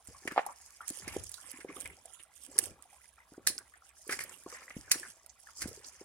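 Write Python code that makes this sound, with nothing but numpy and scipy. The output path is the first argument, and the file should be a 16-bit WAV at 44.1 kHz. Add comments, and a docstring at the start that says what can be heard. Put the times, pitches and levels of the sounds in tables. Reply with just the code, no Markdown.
"""A shallow stony creek, walked with slow, uneven steps and heard from a hand-held microphone.
Impacts excite damped resonances: boots thud and grind into wet gravel, a loose slab knocks hollowly,
stones crack together and pebbles tick. Air bubbles oscillate as glugs and plips around the boots,
and droplets patter down. Wet clothing ticks and crackles with friction close on the right,
while the creek trickles underneath."""
import sys
import numpy as np
from scipy import signal
from scipy.fft import rfft, irfft
from scipy.io import wavfile
from scipy.ndimage import uniform_filter1d

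SR = 44100
rng = np.random.default_rng(int(sys.argv[2]) if len(sys.argv) > 2 else 0)


def persist_wave(psi):
    """Save psi, clipped to +-1, as 16-bit WAV."""
    counts = np.round(np.clip(psi, -1, 1) * 32767).astype(np.int16)
    wavfile.write(sys.argv[1], SR, np.atleast_2d(counts).T)


N = 266414
TIME = np.arange(N) / SR
AGE = TIME[:SR // 5]   # time since the onset of a short event

# Levels in all tables are relative; pan is left minus right.
# a boot lands and rolls: (time [s], roll length [s], squelch [dB], gravel [dB], spray [dB], rustle [dB])
STEPS = [(0.271, 0.17, -73, -50, -56, -85), (1.058, 0.092, -61.5, -47, -52, -56),
         (1.699, 0.15, -59, -64, -58.5, -50.5), (2.55, 0.074, -55.5, -57, -54, -54),
         (3.47, 0.023, -62, -60, -63, -68), (4.115, 0.2, -64, -50, -50, -51),
         (4.922, 0.1, -61, -51, -48.5, -51.5), (5.617, 0.21, -69, -56.5, -55.5, -70.5)]
# a leg swings through the shallows: (time [s], length [s], rustle [dB], drips [dB], dragged gravel [dB])
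SWINGS = [(0.076, 0.17, -66, -59.5, -61), (0.463, 0.4, -64.5, -61, -64), (0.92, 0.18, -55, -59.5, -52),
          (1.235, 0.29, -59, -61.5, -72), (1.442, 0.13, -57, -74.5, -52), (2.047, 0.15, -57.5, -71, -73.5),
          (2.362, 0.14, -56.5, -83, -75.5), (2.908, 0.033, -61.5, -66, -67),
          (4.508, 0.12, -60.5, -51, -48.5), (4.687, 0.19, -61, -67.5, -59), (5.587, 0.02, -62, -45, -62.5),
          (5.85, 0.42, -69, -60.5, -61)]
# spectrum of a hard snap: (frequency [Hz], level [dB])
SNAP_SPECTRUM = [(200, -41), (1000, -11.5), (1700, -4), (2400, -2), (3300, -10.5), (4600, -2), (6800, 0),
                 (7800, 2), (10200, 4.5), (13000, -4.5), (15500, -5.5)]
# spectrum of churned water: (frequency [Hz], level [dB])
SQUELCH_SPECTRUM = [(35, -27), (80, -10.5), (150, -3), (320, 0.5), (520, 0.5), (850, -12.5), (1500, -20),
                    (3000, -42)]


def from_db(db):
    return 10 ** (np.asarray(db) / 20)


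def rms_one(x):
    return x / np.sqrt(np.mean(x ** 2) + 1e-20)


def peak_one(x, size=88):
    """Short-time normalisation: the loudest two milliseconds get rms 1."""
    power = np.mean(np.atleast_2d(x) ** 2, axis=0)
    return x / np.sqrt(uniform_filter1d(power, size).max() + 1e-20)


def panned(left_db):
    """Constant-power panning: left and right gains."""
    return rms_one(from_db(np.array([[left_db], [-left_db]]) / 2))


def add(out, s, sound):
    """Superposition: mix a short stereo sound in at time s."""
    start = int(np.clip(round(s * SR), 0, N - 1))
    out[:, start:start + sound.shape[1]] += sound[:, :N - start]


def excite(response, force):
    """Convolution: a linear resonator answers every impulse of a short force."""
    return signal.fftconvolve(response, force, axes=1)[:, :len(AGE)]


def coloured(x, spectrum, size=2048):
    """Minimum-phase filtering imposes a spectrum causally: nothing sounds early."""
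    hz, level_db = np.transpose(spectrum)
    grid = np.maximum(np.arange(size // 2 + 1) * SR / size, 1)
    shape_db = np.interp(np.log(grid), np.log(hz), level_db) - 20 * np.log10(np.maximum(grid / hz[-1], 1))
    cepstrum = irfft(np.log(from_db(shape_db)))
    response = irfft(np.exp(rfft(2 * cepstrum[:size // 2], size)))
    return signal.oaconvolve(x, rms_one(response)[None], axes=1)[:, :x.shape[1]]


def drift(per_s, size=64):
    """Low-passed noise with a spread near 1, wandering about per_s times a second."""
    pole = np.exp(-2 * np.pi * per_s * size / SR)
    noise = rng.standard_normal(2 * N // size)
    slow = signal.lfilter([1], [1, -2 * pole, pole * pole], noise)[-(N // size):]
    return np.interp(np.arange(N) / size, np.arange(len(slow)), np.clip(rms_one(slow), -2, 2))


def grains(per_s, spread_db, hiss_db, count=len(AGE)):
    """Shot noise: uneven clicks over a fine hiss, each with its own lag between the microphone ports."""
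    at = rng.integers(0, count, max(int(per_s * count / SR), 1))
    sizes = from_db(spread_db * np.minimum(rng.exponential(1, len(at)), 3)) * rng.choice([-1, 1], len(at))
    lag = np.rint(rng.normal(4, 3.5, len(at))).astype(int)
    clicks = np.zeros((2, count))
    clicks[0, at] = sizes
    clicks[1, np.clip(at + lag, 0, count - 1)] = sizes
    left, independent = rng.standard_normal((2, count))
    right = .8 * np.roll(left, 3) + .6 * independent
    return rms_one(clicks) + from_db(hiss_db) * np.array([left, right])


def ringing_grains(per_s, spread_db, hiss_db, low_hz, high_hz, cycles, patchy_db, spurts_per_s, count):
    """Shot noise drives a resonator bank: each grain size has its own pitch and its own spurts."""
    out, together = 0, drift(spurts_per_s)
    for hz in np.geomspace(low_hz, high_hz, count):
        radius, angle = from_db(-60 * hz / (cycles * SR)), 2 * np.pi * hz / SR
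        clicks = grains(per_s / count, spread_db, hiss_db, N)
        clicks *= from_db(patchy_db * (drift(spurts_per_s) + .5 * together))
        for _ in range(2):   # a rounded onset and steep skirts
            clicks = signal.lfilter([1, 0, -1], [1, -2 * radius * np.cos(angle), radius ** 2], clicks)
        out = out + np.sqrt(hz) * rms_one(clicks)
    return rms_one(out)


def ring(hz, t60, lag_s=0., rise=0., attack_s=1e-4, count=len(AGE)):
    """Damped oscillation at both ports; the pitch climbs by the fraction rise in t60 seconds."""
    t = np.maximum(AGE[:count] - np.array([[0], [lag_s]]), 0)
    phase = 2 * np.pi * hz * (t + rise * t * t / (2 * t60))
    return np.sin(phase) * np.exp(-np.log(1000) * t / t60) * (1 - np.exp(-t / attack_s)) ** 2


def swell(s, hold_s, rise_s, fall_s):
    """Exponential envelope: it builds up to time s, holds and decays."""
    early, late = np.maximum(s - TIME, 0), np.maximum(TIME - s - hold_s, 0)
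    return np.exp(-np.minimum(early / rise_s + late / fall_s, 20))


def stepping(levels_db, lag_s, roll_share, rise_s, fall_s):
    """Summed envelopes: each peaks lag_s after a landing and holds for a share of the roll."""
    return sum(from_db(db) * swell(s + lag_s, roll_share * roll_s, rise_s, fall_s)
               for (s, roll_s, *_), db in zip(STEPS, levels_db))


def swinging(levels_db):
    """Summed envelopes: each holds as long as the leg swings."""
    return sum(from_db(db) * swell(s, length, rise_s=0.014, fall_s=0.05)
               for (s, length, *_), db in zip(SWINGS, levels_db))


def gait(spurt_db=4.5, spurts_per_s=14, wake_db=-22, idle_spray_db=-73, idle_rustle_db=-70):
    """Amplitude modulation: a step splashes, grinds, then squeezes water out; a swing drips and drags."""
    _, _, squelch_db, gravel_db, spray_db, rustle_db = np.transpose(STEPS)
    _, _, flap_db, drip_db, drag_db = np.transpose(SWINGS)
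    drag = swinging(drag_db)
    squelch = stepping(squelch_db, lag_s=0.022, roll_share=0.9, rise_s=0.056, fall_s=0.078)
    gravel = stepping(gravel_db, lag_s=0.006, roll_share=1.0, rise_s=0.026, fall_s=0.036)
    splash = stepping(spray_db, lag_s=0.0026, roll_share=0.15, rise_s=0.071, fall_s=0.14)
    rustle = stepping(rustle_db, lag_s=0.061, roll_share=0.83, rise_s=.035, fall_s=0.037)
    # wet clothes drip and crackle in shared spurts and never quite stop
    spurts = from_db(spurt_db * drift(spurts_per_s))
    spraying = spurts * np.hypot(splash + swinging(drip_db), from_db(idle_spray_db))
    rustling = spurts * np.hypot(rustle + swinging(flap_db), from_db(idle_rustle_db))
    return squelch + from_db(wake_db) * drag, gravel + drag, spraying, rustling


def gurgle(hz, climb, gap_s, step_db, cycles, count=4):
    """Bubble break-up: trapped air splits into a quick train of ever smaller, higher bubbles."""
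    out, size, start = np.zeros((2, len(AGE))), 1500, 0
    for k, (pitch, strength, wait, side) in enumerate(rng.standard_normal((count, 4))):
        bubble_hz = hz * np.exp(climb * (k - 1) + .08 * pitch)
        bubble = ring(bubble_hz, cycles / bubble_hz, side * 0.0001, rise=0.12, attack_s=0.0033, count=size)
        out[:, start:start + size] += from_db(step_db * k + 2 * strength) * bubble
        start = min(start + int(gap_s * np.exp(.5 * wait) * SR), len(AGE) - size)
    return peak_one(out)


def trickle():
    """Resonance of a crowd of small bubbles, in restless spurts."""
    return ringing_grains(500, 3, -14, 650, 2400, cycles=18, patchy_db=4, spurts_per_s=14, count=8)


def creek(bubble_db=-66, trickle_db=-72, wash_db=-73, centre_hz=1200, count=110):
    """Bubble resonance: the current sheds gurgles and trickles over a soft wash with a low drone."""
    # spectrum of the wash: (frequency [Hz], level [dB])
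    wash_spectrum = [(25, -13), (48, -5), (64, 17.5), (85, -1), (200, -5.5), (350, -6), (600, -0.5),
                     (1200, -9.5), (3500, -6.5), (6000, -26.5), (10000, -17.5), (15500, -18)]
    out = np.zeros((2, N))
    for k, (when, pitch, size, side) in enumerate(rng.standard_normal((count, 4)).clip(-2, 2)):
        babble = gurgle(centre_hz * np.exp(.33 * pitch), climb=.13, gap_s=.011, step_db=-1.5, cycles=17)
        add(out, (k + when) / count * N / SR, from_db(bubble_db + 2 * size) * panned(2 * side) * babble)
    wash = coloured(rng.standard_normal(N) + .5 * rng.standard_normal((2, N)), wash_spectrum)
    return out + from_db(trickle_db) * trickle() + from_db(wash_db) * rms_one(wash)


def cloth(rustling, bounce=.6, bounce_s=0.00033, sway=.14):
    """Friction crinkles wet cloth; interference with its echo off the moving body sweeps notches."""
    # spectrum of wet cloth: (frequency [Hz], level [dB])
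    rustle_spectrum = [(600, -25), (3200, -8.5), (4300, -18.5), (6000, -15), (7800, -2.5), (9700, 1),
                       (11500, -7), (12700, -16.5), (15500, -16)]
    crinkle = grains(70, 5, -9, N)
    snaps = ringing_grains(1400, 5, -5, 2800, 12000, cycles=12, patchy_db=3.5, spurts_per_s=14, count=12)
    rub = np.sqrt(.5) * crinkle + snaps
    delay_s = bounce_s * np.exp(sway * drift(2.6))
    reflected = np.array([np.interp(TIME - delay_s, TIME, side) for side in rub])
    return rustling * rms_one(coloured(rub + bounce * reflected, rustle_spectrum)) * panned(-25.5)


def spray(spraying, level_db=-3.0):
    """Drop impact: spray falls ahead as sharp splats among many briefly ringing droplets."""
    # spectrum of falling spray: (frequency [Hz], level [dB])
    spray_spectrum = [(1000, -38.5), (3700, -18), (5000, 0.5), (6800, 2.5), (10000, -3.5), (12500, -12.5),
                      (16000, -13)]
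    splats = grains(90, 5, -8, N)
    drops = ringing_grains(1800, 4, -6, 4300, 12000, cycles=12, patchy_db=3.8, spurts_per_s=14, count=10)
    return from_db(level_db) * spraying * rms_one(coloured(splats + drops, spray_spectrum)) * panned(-2.5)


def ticks(cycles=15, chatter_db=-15, chatter_s=0.0038, scrape_db=-13):
    """Damped vibration: sharp ticks of pebbles, and of wet clothing close on the right."""
    # pebble and clothing ticks: (time [s], level [dB], frequency [Hz], pan [dB])
    sharp_ticks = [(0.0728, -39, 8800, -7), (0.464, -31.5, 10250, -9), (0.8801, -26, 10400, -7),
                   (0.891, -30.5, 8200, -9), (0.9014, -26, 9500, 5), (1.0797, -36.5, 10100, -17),
                   (1.2376, -34, 9300, -22), (1.294, -35.5, 8900, -34), (1.3168, -35, 9550, -34),
                   (1.8036, -30.5, 8700, -3), (1.8096, -30.5, 9300, -4), (2.057, -38.5, 8400, -23),
                   (2.4367, -40, 9000, -14), (2.588, -8.5, 9600, -11), (2.6387, -26, 9600, 2),
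                   (2.824, -42, 8700, -20), (3.58, -30.5, 5230, -5.5), (3.587, -34, 8400, -11),
                   (4.078, -36.5, 9800, -6), (4.2385, -30, 11100, -5), (4.2945, -39.5, 7700, 5),
                   (4.436, -46, 10400, -3), (5.2622, -40.5, 9840, -7)]
    out = np.zeros((2, N))
    settling = np.exp(-AGE / chatter_s) * (1 - np.exp(-AGE / 0.00099))
    for s, db, hz, pan_db in sharp_ticks:
        tone = ring(hz, cycles / hz, lag_s=.00004, attack_s=0.00026)
        chatter = grains(5500, 0.59, -2.5) * settling
        rattle = from_db(chatter_db) * peak_one(excite(tone, chatter))
        scrape = from_db(scrape_db) * peak_one(coloured(chatter, SNAP_SPECTRUM))
        add(out, s, from_db(db) * panned(pan_db) * peak_one(peak_one(tone) + rattle + scrape))
    return out


def tread(churning, grinding, gravel_db=-7.5, gurgle_db=-3.5):
    """Friction and bubble resonance: under the walker's weight pebbles grind and water churns."""
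    # spectrum of grinding pebbles: (frequency [Hz], level [dB])
    gravel_spectrum = [(400, -20), (900, -3), (1400, -4), (2000, 1), (2600, -3.5), (3500, -17), (6000, -42)]
    squelch = ringing_grains(450, 4, -12, 120, 800, cycles=6, patchy_db=4, spurts_per_s=25, count=6)
    gravel = ringing_grains(1800, 3, -7, 800, 3800, cycles=9, patchy_db=3.5, spurts_per_s=16, count=7)
    water = rms_one(coloured(squelch, SQUELCH_SPECTRUM)) + from_db(gurgle_db) * trickle()
    return churning * water + from_db(gravel_db) * grinding * rms_one(coloured(gravel, gravel_spectrum))


def thuds(level_db=0.5, t60=0.01, attack_s=0.0024, sink_s=0.002, slosh_db=-15, firm_db=-40):
    """Damped impact: a boot pushes into the bed and the displaced water sloshes back."""
    # boot impacts: (time [s], level [dB], frequency [Hz])
    impacts = [(0.084, -50.5, 266), (0.252, -38.5, 336), (0.275, -39, 365), (0.318, -41.5, 292),
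               (0.904, -41, 288), (1.073, -40, 307), (1.162, -27, 399), (1.6446, -35, 417),
               (2.588, -40.5, 423), (2.666, -48.5, 438), (2.712, -49.5, 189), (3.318, -50.5, 268),
               (3.377, -40.5, 352), (3.498, -45, 340), (4.09, -37.5, 387), (4.46, -38, 372),
               (4.764, -34, 204), (4.954, -40.5, 346), (5.655, -34, 245), (5.679, -45, 404),
               (6.01, -43, 386)]
    out = np.zeros((2, N))
    surge = (1 - np.exp(-AGE / 0.0093)) * np.exp(-AGE / 0.012)
    for s, db, hz in impacts:
        overtone = from_db(-10) * ring(hz * 1.763, t60 * 0.89, attack_s=attack_s)
        push = peak_one(ring(hz, t60, attack_s=attack_s) + overtone)
        slosh = peak_one(coloured(grains(770, 3, -13) * surge, SQUELCH_SPECTRUM))
        churn = from_db(slosh_db + 0.87 * (firm_db - db))   # the lighter the landing, the more it churns
        add(out, s + sink_s, from_db(db + level_db) * peak_one(push + churn * slosh))
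    return out


def handling(weight, weight_db=-11.5, fall_s=0.054):
    """Structure-borne sound: each shift of weight sends rumble through the hand into the microphone."""
    # jolts of the hand: (time [s], level [dB], rise time [s])
    hand_jolts = [(0.089, -58, 0.0079), (1.05, -54.5, 0.015), (1.19, -48.5, 0.048), (1.848, -55.5, 0.0087),
                  (2.679, -58.5, 0.026), (3.48, -58, 0.033), (4.2, -59, 0.026), (4.775, -54, .008),
                  (5.645, -47.5, 0.019)]
    # spectrum of the rumble: (frequency [Hz], level [dB])
    rumble_spectrum = [(20, -34.5), (45, -10.5), (70, 3), (110, -2), (170, -14.5), (300, -27), (600, -25)]
    jolts = sum(from_db(db) * swell(s, 0, rise_s, fall_s) for s, db, rise_s in hand_jolts)
    shake = np.hypot(jolts, from_db(weight_db) * weight)
    lumps = rng.standard_normal(N) + .9 * rng.standard_normal((2, N))
    return shake * from_db(0.57 * drift(23)) * rms_one(coloured(lumps, rumble_spectrum)) * panned(2.3)


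def glugs(cycles=12, rise=0.13, attack_s=0.0021, followers_db=-7):
    """Bubble resonance: a large pocket of air rings low and briefly, then breaks up."""
    # air trapped as water closes over a boot: (time [s], level [dB], frequency [Hz])
    air_pockets = [(0.106, -56, 460), (1.027, -55, 170), (1.537, -51.5, 267), (1.587, -50.5, 330),
                   (1.691, -45, 284), (1.764, -46, 355), (2.487, -53.5, 276), (2.556, -49.5, 380),
                   (4.067, -50.5, 396), (4.525, -49.5, 456), (4.786, -49, 266), (5.009, -55, 340),
                   (5.712, -46.5, 445), (5.774, -50, 406)]
    out = np.zeros((2, N))
    for s, db, hz in air_pockets:
        pocket = peak_one(ring(hz, cycles / hz, rise=rise, attack_s=attack_s))
        followers = gurgle(hz, climb=0.13, gap_s=0.0056, step_db=2.5, cycles=7.2)
        add(out, s, from_db(db) * peak_one(pocket + from_db(followers_db) * followers))
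    return out


def plips(level_db=2.5, froth_db=-7, froth_s=0.014, cycles=23, rise=0.13, followers_db=-7):
    """Resonance: rising, frothy plips of bubbles, and one late hollow ring of the loose slab."""
    # bubble plips, and the slab's ring at 0.463 s: (time [s], level [dB], frequency [Hz])
    resonances = [(0.146, -54, 1050), (0.463, -37, 820), (0.490, -47, 890), (0.806, -42.5, 1335),
                  (1.38, -55, 1380), (1.699, -50.5, 1120), (1.765, -51.5, 1180), (1.9, -51, 2150),
                  (2.054, -53, 646), (2.853, -61.5, 730), (2.928, -59, 777), (3.181, -58.5, 1300),
                  (3.202, -58, 1923), (3.342, -60.5, 1400), (3.585, -51.5, 1470), (3.738, -52.5, 1760),
                  (3.821, -57, 1325), (4.462, -49, 1032), (4.525, -50.5, 1190), (4.547, -45.5, 1890),
                  (4.618, -56, 1270), (4.68, -47.5, 1890), (4.879, -52.5, 1580), (5.031, -41.5, 1670),
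                  (5.47, -50.5, 1675), (5.487, -53.5, 1316)]
    out = np.zeros((2, N))
    for s, db, hz in resonances:
        tone = peak_one(ring(hz, cycles / hz, rng.normal(0, .0001), rise, attack_s=0.0021))
        followers = gurgle(hz, climb=0.11, gap_s=0.0074, step_db=-1.0, cycles=4.2)
        froth = peak_one(excite(followers, grains(900, 2, -9.5) * np.exp(-AGE / froth_s)))
        plip = tone + from_db(followers_db) * followers + from_db(froth_db) * froth
        add(out, s, from_db(db + level_db) * peak_one(plip))
    return out


def crunches(level_db=0.5, attack_s=0.0024, hollow_db=2.0, hollow_t60=0.0061):
    """Cavity resonance: slipping wet gravel rings the pocket under the sole while grit sizzles."""
    # gravel gives way: (time [s], level [dB], length [s], grit over body [dB], pocket frequency [Hz])
    slips = [(0.2742, -29, 0.0082, -9.5, 1960), (0.305, -41, 0.034, -25, 1700),
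             (1.075, -39.5, 0.022, 0, 2060), (1.135, -53, 0.038, -9, 2050),
             (1.602, -48.5, 0.017, -3.5, 2050), (1.682, -47.5, 0.04, -30, 2230),
             (1.762, -52.5, 0.036, -11, 1210), (1.854, -39.5, 0.013, -10, 2370),
             (2.193, -55, 0.026, -11.5, 2860), (3.467, -28.5, 0.0096, 4, 1900),
             (4.091, -34, 0.019, -10, 1840), (4.1066, -38, 0.04, 1, 1600),
             (4.121, -30.5, 0.022, -4.5, 1930), (4.189, -33.5, 0.0042, -6, 2200),
             (4.202, -38, 0.031, -1.5, 2020), (4.703, -44, 0.0072, -32, 2060),
             (4.9096, -29, 0.015, -4, 2520), (4.94, -39, 0.02, -22, 1790), (5.605, -51.5, 0.036, 11, 2000),
             (5.616, -38, 0.015, 5.5, 1990), (5.633, -44.5, 0.019, -8, 1610)]
    # spectra of the gravel's body and of its grit: (frequency [Hz], level [dB])
    body_spectrum = [(100, -14.5), (350, 0), (850, -10.5), (1700, 4), (2200, 7.5), (3200, -8),
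                     (5000, -20.5)]
    grit_spectrum = [(2500, -23.5), (3800, -17), (4900, -6.5), (7000, -9), (10000, -3.5), (13000, -22.5),
                     (15500, -23)]
    out = np.zeros((2, N))
    for s, db, length, grit_db, hz in slips:
        slip = (1 - np.exp(-AGE / attack_s)) ** 2 * np.exp(-2 * AGE / max(length, attack_s))
        contacts = grains(3500, 1.0, -4.5) * slip
        pocket = peak_one(excite(ring(hz, hollow_t60), contacts))
        body = peak_one(peak_one(coloured(contacts, body_spectrum)) + from_db(hollow_db) * pocket)
        grit = peak_one(coloured(grains(3600, 11.0, 3.6) * slip, grit_spectrum))
        add(out, s, from_db(db + level_db) * (body + from_db(grit_db) * panned(-7.5) * grit))
    return out


def cracks(level_db=-7.0, tail_s=0.017, tail_db=-19, onset_s=0.0011, ring_db=-4, t60=0.026):
    """Impact excitation: a hard contact snaps and leaves the stones ringing, then loose grit settles."""
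    # stone on stone: (time [s], level [dB], length [s], pan [dB], pitch ratio, lower for a larger stone)
    collisions = [(0.318, -39.5, 0.0011, 5, 0.89), (1.3397, -28, 0.00052, -24, 0.84),
                  (2.579, -23, 0.0011, 7, 1.04), (3.4701, -16.5, 0.00047, -4.5, 0.94),
                  (3.4711, -10.5, 0.00062, -3.5, 0.95), (3.482, -21.5, 0.0009, -1, 0.93),
                  (3.488, -25, 0.0031, -5, 0.94), (4.9133, -8, 0.0013, 0, 1.024),
                  (4.9172, -14.5, 0.00089, 0, 0.91), (5.673, -34, 0.0005, -22, 1),
                  (5.678, -36, 0.0015, -15, 0.91), (5.688, -36, 0.00096, -6, 1.05)]
    # modes of the stones: (frequency [Hz], level [dB])
    stone_modes = [(1680, -14), (2180, -7.5), (4610, -0.5), (5520, 4), (7830, -5.5), (9540, 6), (10700, 3)]
    out = np.zeros((2, N))
    for s, db, length, pan_db, ratio in collisions:
        attack = 1 - np.exp(-(AGE / length) ** 2)
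        decay = np.exp(1 - AGE / length) + from_db(tail_db) * np.exp(-AGE / tail_s)
        contacts = grains(12000, 2, -2) * attack * decay
        modes = sum(from_db(mode_db) * ring(hz * ratio * rng.normal(1, .015), t60, lag_s=.00003)
                    for hz, mode_db in stone_modes)
        ringing = from_db(ring_db) * peak_one(excite(modes, contacts))
        snap = peak_one(coloured(contacts, [(hz * ratio, band_db) for hz, band_db in SNAP_SPECTRUM]))
        add(out, s + onset_s, from_db(db + level_db) * panned(pan_db) * peak_one(snap + ringing))
    return out


def slab(t60=0.016, lag_s=0.000076, low_cut_hz=340, grit_db=-13, slosh_db=-25, slosh_s=0.011):
    """Modal vibration: each knock rings a loose slab, grinds grit and stirs the water under it."""
    # the slab rocks: (time [s], level [dB])
    knocks = [(0.362, -29.5), (0.371, -28.5), (0.378, -13.5), (0.392, -21)]
    # modes of the slab over its pocket of water: (frequency [Hz], level [dB], share of the ring time)
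    slab_modes = [(793, -3.5, 0.93), (1757, -18, 0.97)]
    # spectrum of stirred grit and water: (frequency [Hz], level [dB])
    slosh_spectrum = [(300, -13), (650, -0.5), (1100, 5.5), (2100, 0.5), (3200, -10), (6000, -40.5)]
    out = np.zeros((2, N))
    modes = peak_one(sum(from_db(db) * ring(hz, t60 * share, lag_s) for hz, db, share in slab_modes))
    fade = from_db(grit_db) * np.exp(-AGE / 0.0084) + from_db(slosh_db) * np.exp(-AGE / slosh_s)
    for s, db in knocks:
        stir = fade * rms_one(coloured(grains(4000, 6.1, -15.5), slosh_spectrum))
        add(out, s, from_db(db) * peak_one(modes + stir))
    return signal.sosfilt(signal.butter(2, low_cut_hz, "high", fs=SR, output="sos"), out) * panned(-1.2)


def patters(attack_s=0.00086, cycles=14, spread=0.11, length_s=0.019, pan_db=-9, count=6):
    """Drop impact: a clump of droplets lands within a moment and rings at neighbouring pitches."""
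    # clumps of droplets and grit: (time [s], level [dB], centre frequency [Hz])
    clumps = [(0.874, -38, 6130), (1.239, -42, 7040), (1.49, -44.5, 7060), (5.29, -47.5, 6640),
              (5.84, -46, 5630)]
    out, size = np.zeros((2, N)), SR // 10
    fall = (1 - np.exp(-AGE[:size] / attack_s)) * np.exp(-(AGE[:size] / length_s) ** 2)
    for s, db, hz in clumps:
        drops = 0
        for pitch in hz * np.exp(spread * rng.standard_normal(count).clip(-2, 2)):
            hits = grains(700, 17.0, -33, size) * fall
            drops = drops + signal.fftconvolve(hits, ring(pitch, cycles / pitch, count=size), axes=1)
        add(out, s, from_db(db) * panned(pan_db) * peak_one(drops))
    return out


def banks(x, wet_db=-15, near_s=0.0047, far_s=0.046, far_db=-15):
    """Scattering: rocks return the sound at once, the wooded banks a little later."""
    # spectrum of the echo: (frequency [Hz], level [dB])
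    echo_spectrum = [(100, -11), (600, 1.5), (2000, 1), (6000, -0.5), (10000, 5.5), (16000, -24.5)]
    t = TIME[:SR // 2]
    fade = (np.exp(-t / near_s) + from_db(far_db) * np.exp(-t / far_s)) * (1 - np.exp(-t / 0.0055))
    echo = rms_one(coloured(rng.standard_normal((2, len(t))) * fade, echo_spectrum)) / np.sqrt(len(t))
    return from_db(wet_db) * signal.oaconvolve(x, echo, axes=1)[:, :N]


def left_port(x):
    """Frequency response: the left microphone port has two dips and a peak; the right is flat."""
    # bands of the port: (frequency [Hz], gain [dB], quality factor)
    bands = [(2630, -4, 2.6), (4300, 6.5, 2.9), (9400, -8, 4.3)]
    left = x[0]
    for hz, gain_db, q in bands:
        left = left + (from_db(gain_db) - 1) * signal.lfilter(*signal.iirpeak(hz, q, fs=SR), left)
    return np.array([left, x[1]])


def scene(near_echo_db=-14):
    """Superposition of steps, echo and creek; direct sound dominates close to the microphone."""
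    churning, grinding, spraying, rustling = gait()
    stones = slab() + cracks() + crunches()
    water = plips() + glugs() + patters() + spray(spraying)
    steps = thuds() + stones + water + tread(churning, grinding)
    near = ticks() + cloth(rustling)
    return steps + near + banks(steps + from_db(near_echo_db) * near) + creek() + handling(churning)


def record(dry, cutoff_hz=15850):
    """Clipping and band limiting: after the left port, peaks overload and the top treble is cut."""
    low_pass = signal.ellip(10, .2, 70, cutoff_hz, fs=SR, output="sos")
    return signal.sosfilt(low_pass, np.clip(left_port(dry), -1, 1))


dry = scene()
out = record(dry)
persist_wave(out)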